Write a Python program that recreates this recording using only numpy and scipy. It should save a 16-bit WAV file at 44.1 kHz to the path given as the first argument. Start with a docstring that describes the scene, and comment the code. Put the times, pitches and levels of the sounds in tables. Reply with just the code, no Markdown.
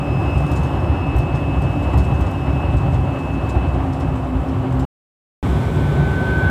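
"""Truck cab on a concrete road.

Wind whistles through gaps in the cab's seals over road rumble, tyre roar and engine hum.
Slab joints thump the body and the trim rattles. A high whistle fades as the truck eases off.
After half a second of silence the drive goes on further down the road, where a lower whistle swells."""
import sys
import numpy as np
from scipy.fft import rfft, irfft, next_fast_len
from scipy.io import wavfile
from scipy.ndimage import uniform_filter1d, map_coordinates

SR = 44100
rng = np.random.default_rng(int(sys.argv[2]) if len(sys.argv) > 2 else 0)


def generate_wav(sig):
    """Save sig (samples, or channels by samples) to the path in sys.argv[1] as 16-bit PCM at SR."""
    pcm = np.round(np.clip(np.atleast_2d(sig).T, -1, 1) * 32767).astype(np.int16)
    wavfile.write(sys.argv[1], SR, pcm)


N = 286650
TIME = np.arange(N) / SR


def amp(db):
    """Decibels to gain."""
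    return 10 ** (np.asarray(db) / 20)


def unit(x):
    """Scale to rms 1."""
    return x / np.sqrt(np.mean(x ** 2) + 1e-20)


def curves(rows):
    """One value per sample for each column after the time."""
    times, *columns = np.transpose(rows)
    return [np.interp(TIME, times, column) for column in columns]


def wobble(knots_per_s):
    """Smooth random curve, rms about 1."""
    knots = rng.standard_normal(int(N * knots_per_s / SR) + 4)
    return map_coordinates(knots, [TIME * knots_per_s])


def filtered(x, response):
    """Apply a gain given as a function of frequency."""
    size = next_fast_len(N + SR // 2)
    return irfft(rfft(x, size) * response(np.fft.rfftfreq(size, 1 / SR)), size)[:N]


def noise(spectrum):
    """Noise of rms 1, shaped by (frequency [Hz], density [dB]) points."""
    points_hz, db = np.transpose(spectrum)
    colour = lambda hz: amp(np.interp(np.log(hz + 1), np.log(points_hz), db, left=-120, right=-120))
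    return unit(filtered(rng.standard_normal(N), colour))


def tone(hz):
    """Sine of rms 1 along a pitch curve."""
    return np.sqrt(2) * np.sin(2 * np.pi * (np.cumsum(hz) / SR + rng.random()))


def burst(start_s, attack_s, t60_s):
    """Envelope of peak 1: quick rise, exponential decay."""
    age_s = np.arange(SR // 2) / SR
    shape = (1 - np.exp(-age_s / attack_s)) * amp(-60 * age_s / t60_s)
    return np.pad(shape / shape.max(), (round(start_s * SR), N))[:N]


# Road noise, stretches A and B: (time [s], rumble [dB], relative tyre roar [dB])
ROAD_LEVELS_A = [(0, -22, -30), (.6, -20, -27.5), (.8, -20.5, -29), (1.15, -21.5, -28.5), (1.6, -20.5, -30),
                 (2.1, -15.5, -29.5), (2.35, -22.5, -29), (2.95, -15.5, -30), (3.22, -22.5, -30.5),
                 (3.72, -20.5, -29), (4, -20.5, -30.5), (4.85, -21, -31.5)]
ROAD_LEVELS_B = [(5.43, -18.5, -30.5), (5.85, -18, -30.5), (6.15, -20, -30), (6.5, -18, -29.5)]
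# Cab boom and tyre roar spectra: (frequency [Hz], relative density [dB])
CAB_BOOM_A = [(18, -53.5), (30, -38), (42, -25.5), (52, -17), (62, 3), (72, -4), (90, -0.5), (116, -6.5),
              (133, 0), (147, -5.5), (160, -6), (200, -14), (230, -23), (320, -41.5)]
CAB_BOOM_B = [(18, -47), (32, -32), (50, -16.5), (64, -2), (80, -3.5), (105, -1), (122, -4), (143, -4),
              (160, -3.5), (190, -9.5), (230, -15.5), (320, -50)]
TYRE_ROAR_A = [(170, -30.5), (220, -0.5), (275, 7.5), (305, 1.5), (326, 4.5), (342, 2), (375, 3), (440, -7),
               (510, -3.5), (590, -0.5), (650, -3.5), (755, 0), (900, -6), (1080, -6), (1400, -13.5),
               (1950, -20.5), (2350, -23), (2950, -22), (3300, -28), (4300, -36), (6500, -56)]
TYRE_ROAR_B = [(170, -34), (220, 10.5), (265, 10), (320, 7), (375, 11), (460, 2), (580, 2), (840, 0.5),
               (1130, -4.5), (1500, -9.5), (2000, -14), (2260, -10.5), (2700, -18.5), (3450, -16.5),
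               (4300, -27), (6500, -48)]


def road(levels, boom, roar, roar_gain_db, patches_db, heave_db):
    """The road surface booms in the cab and the tyres roar."""
    rumble_db, tyres_db = curves(levels)
    tyres_db += roar_gain_db + patches_db * wobble(24.99)  # rough patches pass under the tyres
    rumble_db += heave_db * wobble(13)  # the body rides on its springs
    return amp(rumble_db) * noise(boom) + amp(tyres_db) * noise(roar)


# Engine: (time [s], hum pitch [Hz], hum level [dB], firing note level [dB])
ENGINE_NOTES = [(0, 287.4, -32.5, -31.5), (2.6, 283.9, -36.5, -37), (3.2, 270.4, -30, -36),
                (3.7, 268.6, -35, -38), (4.2, 262.3, -29, -33), (4.85, 260.3, -28, -25),
                (5.43, 283.9, -39, -43), (6.05, 285, -38, -21), (6.5, 286, -45, -38)]


def engine(rough_db=3.5, wander_hz=4):
    """Hum and firing note, an octave apart, sink as the engine eases off and rise as it pulls again."""
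    hz, hum_db, firing_db = curves(ENGINE_NOTES)
    hz += wander_hz * wobble(25)
    firing = amp(firing_db + rough_db * wobble(10)) * tone(hz / 2)
    hum = amp(hum_db + rough_db * wobble(20)) * tone(hz)
    return firing + hum


# Air hiss: (time [s], level [dB])
HISS_LEVEL = [(0, -58.5), (.55, -55.5), (1.05, -60), (2, -57), (2.8, -58.5), (4.85, -59.5), (5.43, -51),
              (6.5, -53.5)]
# Hiss spectrum: (frequency [Hz], relative density [dB])
HISS_SPECTRUM = [(2500, -20), (4300, -1), (5200, 4), (6400, 1), (7800, 4), (9300, -1.5), (11500, -5),
                 (15500, -6.5)]


def air_hiss(gust_db=0.5):
    """Turbulent air hisses over the glass."""
    level_db, = curves(HISS_LEVEL)
    return amp(level_db + gust_db * wobble(22)) * noise(HISS_SPECTRUM)


def thin_tone(hz=5127, relative_db=-23, hold_s=.55, fade_db_per_s=14, waver_db=2):
    """A thin, high tone holds, then fades."""
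    fade_db = fade_db_per_s * np.maximum(TIME - hold_s, 0)
    return amp(relative_db - fade_db + waver_db * wobble(13)) * tone(hz + 2 * wobble(30))


def side_tones(rows):
    """Other parts of a gap sound weak, wavering tones beside its whistle."""
    return sum(amp(db) * tone(hz + wander_hz * wobble(30)) for hz, db, wander_hz in rows)


def edge_tone(flow_pct, cruise_hz=2815, relative_db=-12, db_per_pct=5, drift_hz=7, flutter_hz=17):
    """Vortices off an edge make a fuzzy tone, its pitch proportional to air speed."""
    hz = cruise_hz * (1 + flow_pct / 100) + drift_hz * wobble(12) + flutter_hz * wobble(120)
    return amp(relative_db + db_per_pct * flow_pct + 2.5 * wobble(40)) * tone(hz)


# Air flow over the cab: (time [s], speed above cruise [%])
AIR_SPEED = [(0, -.3), (.35, -.2), (.8, .9), (1.15, -.1), (1.5, .1), (1.8, .4), (2.05, .3), (2.35, .7),
             (2.65, 0), (2.9, -.2), (3.3, -.1), (3.7, -.7), (4.85, -1.25)]
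# High whistle, swelling in gusts and fading as the truck slows: (time [s], level [dB])
HIGH_WHISTLE_LEVEL = [(0, -41), (.32, -36.8), (.6, -41.5), (.77, -43.5), (1.06, -37.5), (1.5, -39.5),
                      (2.15, -41), (2.33, -44.5), (2.61, -39), (3.03, -45.5), (3.33, -39.5), (3.47, -43),
                      (3.67, -41.5), (3.83, -52), (4.02, -47.5), (4.62, -56), (4.85, -59.5)]
# Side tone: (pitch [Hz], initial level re main tone [dB], wander [Hz])
HIGH_SIDE_TONES = [(2522, -10.5, 1.5)]


def high_whistle(cruise_hz=2604.2, pull_hz_per_pct=3.56, waver_hz=1, shake_db=0.66,
                 octave_db=-30, octave_db_per_pct=12, side_fade_db_per_s=5.5):
    """Air locks on to a narrow gap's resonance; faster air pulls it sharp and brings out its octave."""
    flow_pct, = curves(AIR_SPEED)
    level_db, = curves(HIGH_WHISTLE_LEVEL)
    hz = cruise_hz + pull_hz_per_pct * flow_pct + waver_hz * wobble(25)
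    octave = amp(octave_db + octave_db_per_pct * flow_pct + 1.7 * wobble(18)) * tone(2 * hz)
    sides = amp(-side_fade_db_per_s * TIME) * side_tones(HIGH_SIDE_TONES)
    envelope = amp(level_db + shake_db * wobble(18))
    return envelope * (tone(hz) + octave + thin_tone() + sides + edge_tone(flow_pct))


# Plastic trim resonances: (frequency [Hz], relative density [dB])
TRIM_SPECTRUM = [(2500, -6), (3800, 6), (4700, 2), (5150, 3.5), (5800, -0.5), (6500, 2.5), (7200, -1.5),
                 (7900, 2), (9000, -2), (10500, -8.5), (13000, -25)]


def creaks(re_rumble_db=-46, spread_db=5, grain_db=4):
    """The dashboard creaks, louder the harder the road shakes it."""
    rumble_db, _ = curves(ROAD_LEVELS_A)
    clumps = unit(amp(spread_db * wobble(28) + grain_db * wobble(400)))
    return amp(rumble_db + re_rumble_db) * clumps * noise(TRIM_SPECTRUM)


# Wheels on slab joints and cracks: (time [s], relative strength [dB])
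JOINT_HITS = [(0.081, -9.5), (.245, -11.5), (.355, -3), (.5, -8), (.63, -8.5), (.88, -3.5), (1.143, -1.5),
              (1.325, -6.5), (1.419, -9.5), (1.57, -10.5), (1.82, -7.5), (1.935, -1), (2.11, -7.5),
              (2.2, -8.5), (2.47, -10.5), (2.735, -2.5), (2.925, -11), (3.419, -7.5), (3.55, -2.5),
              (4.04, -14), (4.12, -10.5), (4.34, -9.5), (4.53, -12), (5.48, -8)]


def joints(cab_hz=66, panel_hz=118, panel_db=-6, thump_db=-8, slap_db=-23.5):
    """Each slab joint slaps the tyres and sets the cab air and a body panel swinging."""
    thumps, slap_envelope = np.zeros(N), np.zeros(N)
    for start_s, db in JOINT_HITS:
        cab_detune, panel_detune = 1 + 0.063 * rng.standard_normal(2)
        rad_per_hz = 2 * np.pi * (TIME - start_s)
        cab = np.sin(cab_hz * cab_detune * rad_per_hz)
        panel = amp(panel_db) * np.sin(panel_hz * panel_detune * rad_per_hz)
        thumps += amp(db + thump_db) * burst(start_s, attack_s=.038, t60_s=.21) * (cab + panel)
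        slap_envelope += amp(db + slap_db) * burst(start_s, attack_s=.0024, t60_s=.14)
    return thumps + slap_envelope * noise(TYRE_ROAR_A)


# Loose trim: (time [s], relative strength [dB], tick offset [dB], ring pitch [Hz])
TRIM_HITS = [(.374, -41, -19, 8300), (.462, -43, -21.5, 9000), (.513, -39, -9.5, 5130),
             (.556, -36.5, -19, 7140), (.63, -39, -14.5, 6400), (1.161, -43, -9.5, 7800),
             (1.183, -39.5, -5.5, 5300), (1.345, -38, -22.5, 5200), (1.616, -41.5, -8, 8100),
             (1.824, -42, -11, 7700), (1.93, -44, -16.5, 7500), (1.975, -34.5, -9, 5200),
             (2.034, -47, -8.5, 7800), (2.14, -44.5, -18, 6300), (2.207, -43, -9.5, 7800),
             (2.26, -43.5, -23, 6900), (2.309, -47.5, -5, 7700), (2.767, -41, -19.5, 7840),
             (2.927, -46, -18.5, 5200), (3.185, -44, -20.5, 7600), (3.328, -45, -17, 6500),
             (3.49, -37.5, -18, 7250), (3.925, -40.5, -18, 5230), (4, -41.5, -16, 5230),
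             (4.152, -44, -17.5, 7700), (4.484, -46, -18, 5200), (4.722, -47.5, -16, 7700),
             (4.793, -38.5, -17, 7500)]
# Tick spectrum: (frequency [Hz], relative density [dB])
TICK_SPECTRUM = [(6000, -27), (9500, -6.5), (12500, -1.5), (14200, -2), (16000, -11)]


def rattles(buzz_db=-11, tick_db=-1.5, ring_db=-15, ring_spread_hz=140, chatter_db=2.5):
    """Loose plastic chatters: a bright tick, a dry buzz in the trim and the struck piece's own ring."""
    buzz_envelope, tick_envelope, rings = np.zeros((3, N))
    scatter_hz = ring_spread_hz * wobble(500)
    for start_s, db, offset_db, hz in TRIM_HITS:
        buzz_envelope += amp(db + buzz_db) * burst(start_s, attack_s=.003, t60_s=.18)
        tick_envelope += amp(db + offset_db + tick_db) * burst(start_s, attack_s=.00059, t60_s=.043)
        rings += amp(db + ring_db) * burst(start_s, attack_s=.003, t60_s=.11) * tone(hz + scatter_hz)
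    hits = buzz_envelope * noise(TRIM_SPECTRUM) + tick_envelope * noise(TICK_SPECTRUM) + rings
    return hits * amp(chatter_db * wobble(300))


# Low whistle: (time [s], pitch [Hz])
LOW_WHISTLE_PITCH = [(5.43, 1522), (5.53, 1510.5), (5.68, 1519), (5.85, 1512), (6.05, 1517), (6.3, 1524),
                     (6.5, 1514)]
# Its swell: (time [s], level [dB])
LOW_WHISTLE_LEVEL = [(5.43, -44), (5.65, -43), (5.92, -38.5), (6.02, -34), (6.38, -24.5), (6.5, -23.5)]
# Side tones: (pitch [Hz], level re main tone at full swell [dB], wander [Hz])
LOW_SIDE_TONES = [(1549, -16, 3), (1612, -16, 3), (1647, -18, 3)]
# Turbulence around the whistle: (frequency [Hz], relative density [dB])
BREATH_SPECTRUM = [(1380, -25), (1490, 6), (1530, 0), (1640, -6), (1780, -25)]


def low_whistle(octave_db=-33, shake_db=0.5, breath_db=-19, roughen_db_per_db=0.8):
    """A wider gap sings, rougher the louder it swells."""
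    hz = curves(LOW_WHISTLE_PITCH)[0] + .5 * wobble(25)
    level_db, = curves(LOW_WHISTLE_LEVEL)
    main = tone(hz) + amp(octave_db) * tone(2 * hz)
    rough = side_tones(LOW_SIDE_TONES) + amp(breath_db) * noise(BREATH_SPECTRUM)
    rough_gain = amp(roughen_db_per_db * (level_db - level_db.max()))
    return amp(level_db + shake_db * wobble(25)) * (main + rough_gain * rough)


def whine(start_s=6.03, rise_s=.05, start_hz=15750, fall_hz_per_s=4100, level_db=-70, flutter_hz=90):
    """A faint, airy whine falls at the top of hearing."""
    age_s = np.maximum(TIME - start_s, 0)
    hz = start_hz - fall_hz_per_s * age_s + flutter_hz * wobble(300)
    return amp(level_db) * np.minimum(age_s / rise_s, 1) * tone(hz)


PAUSE_START_S, PAUSE_END_S = 4.851, 5.428


def scene():
    """Two stretches of one drive, switched in the middle of the pause."""
    first = road(ROAD_LEVELS_A, CAB_BOOM_A, TYRE_ROAR_A, roar_gain_db=3.5, patches_db=1.03, heave_db=1.16)
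    first += rattles() + creaks() + high_whistle()
    second = road(ROAD_LEVELS_B, CAB_BOOM_B, TYRE_ROAR_B, roar_gain_db=6, patches_db=.3, heave_db=.2)
    second += low_whistle() + whine()
    stretches = np.where(TIME < (PAUSE_START_S + PAUSE_END_S) / 2, first, second)
    return (stretches + joints() + engine() + air_hiss())[None]


def record(dry):
    """Mute the pause, then low-pass."""
    cutoff_hz = 15550
    running = (TIME < PAUSE_START_S) | (TIME > PAUSE_END_S)
    gate = uniform_filter1d(running.astype(float), size=24)
    return filtered(dry[0] * gate, lambda hz: hz < cutoff_hz)[None]


dry = scene()
out = record(dry)
generate_wav(out)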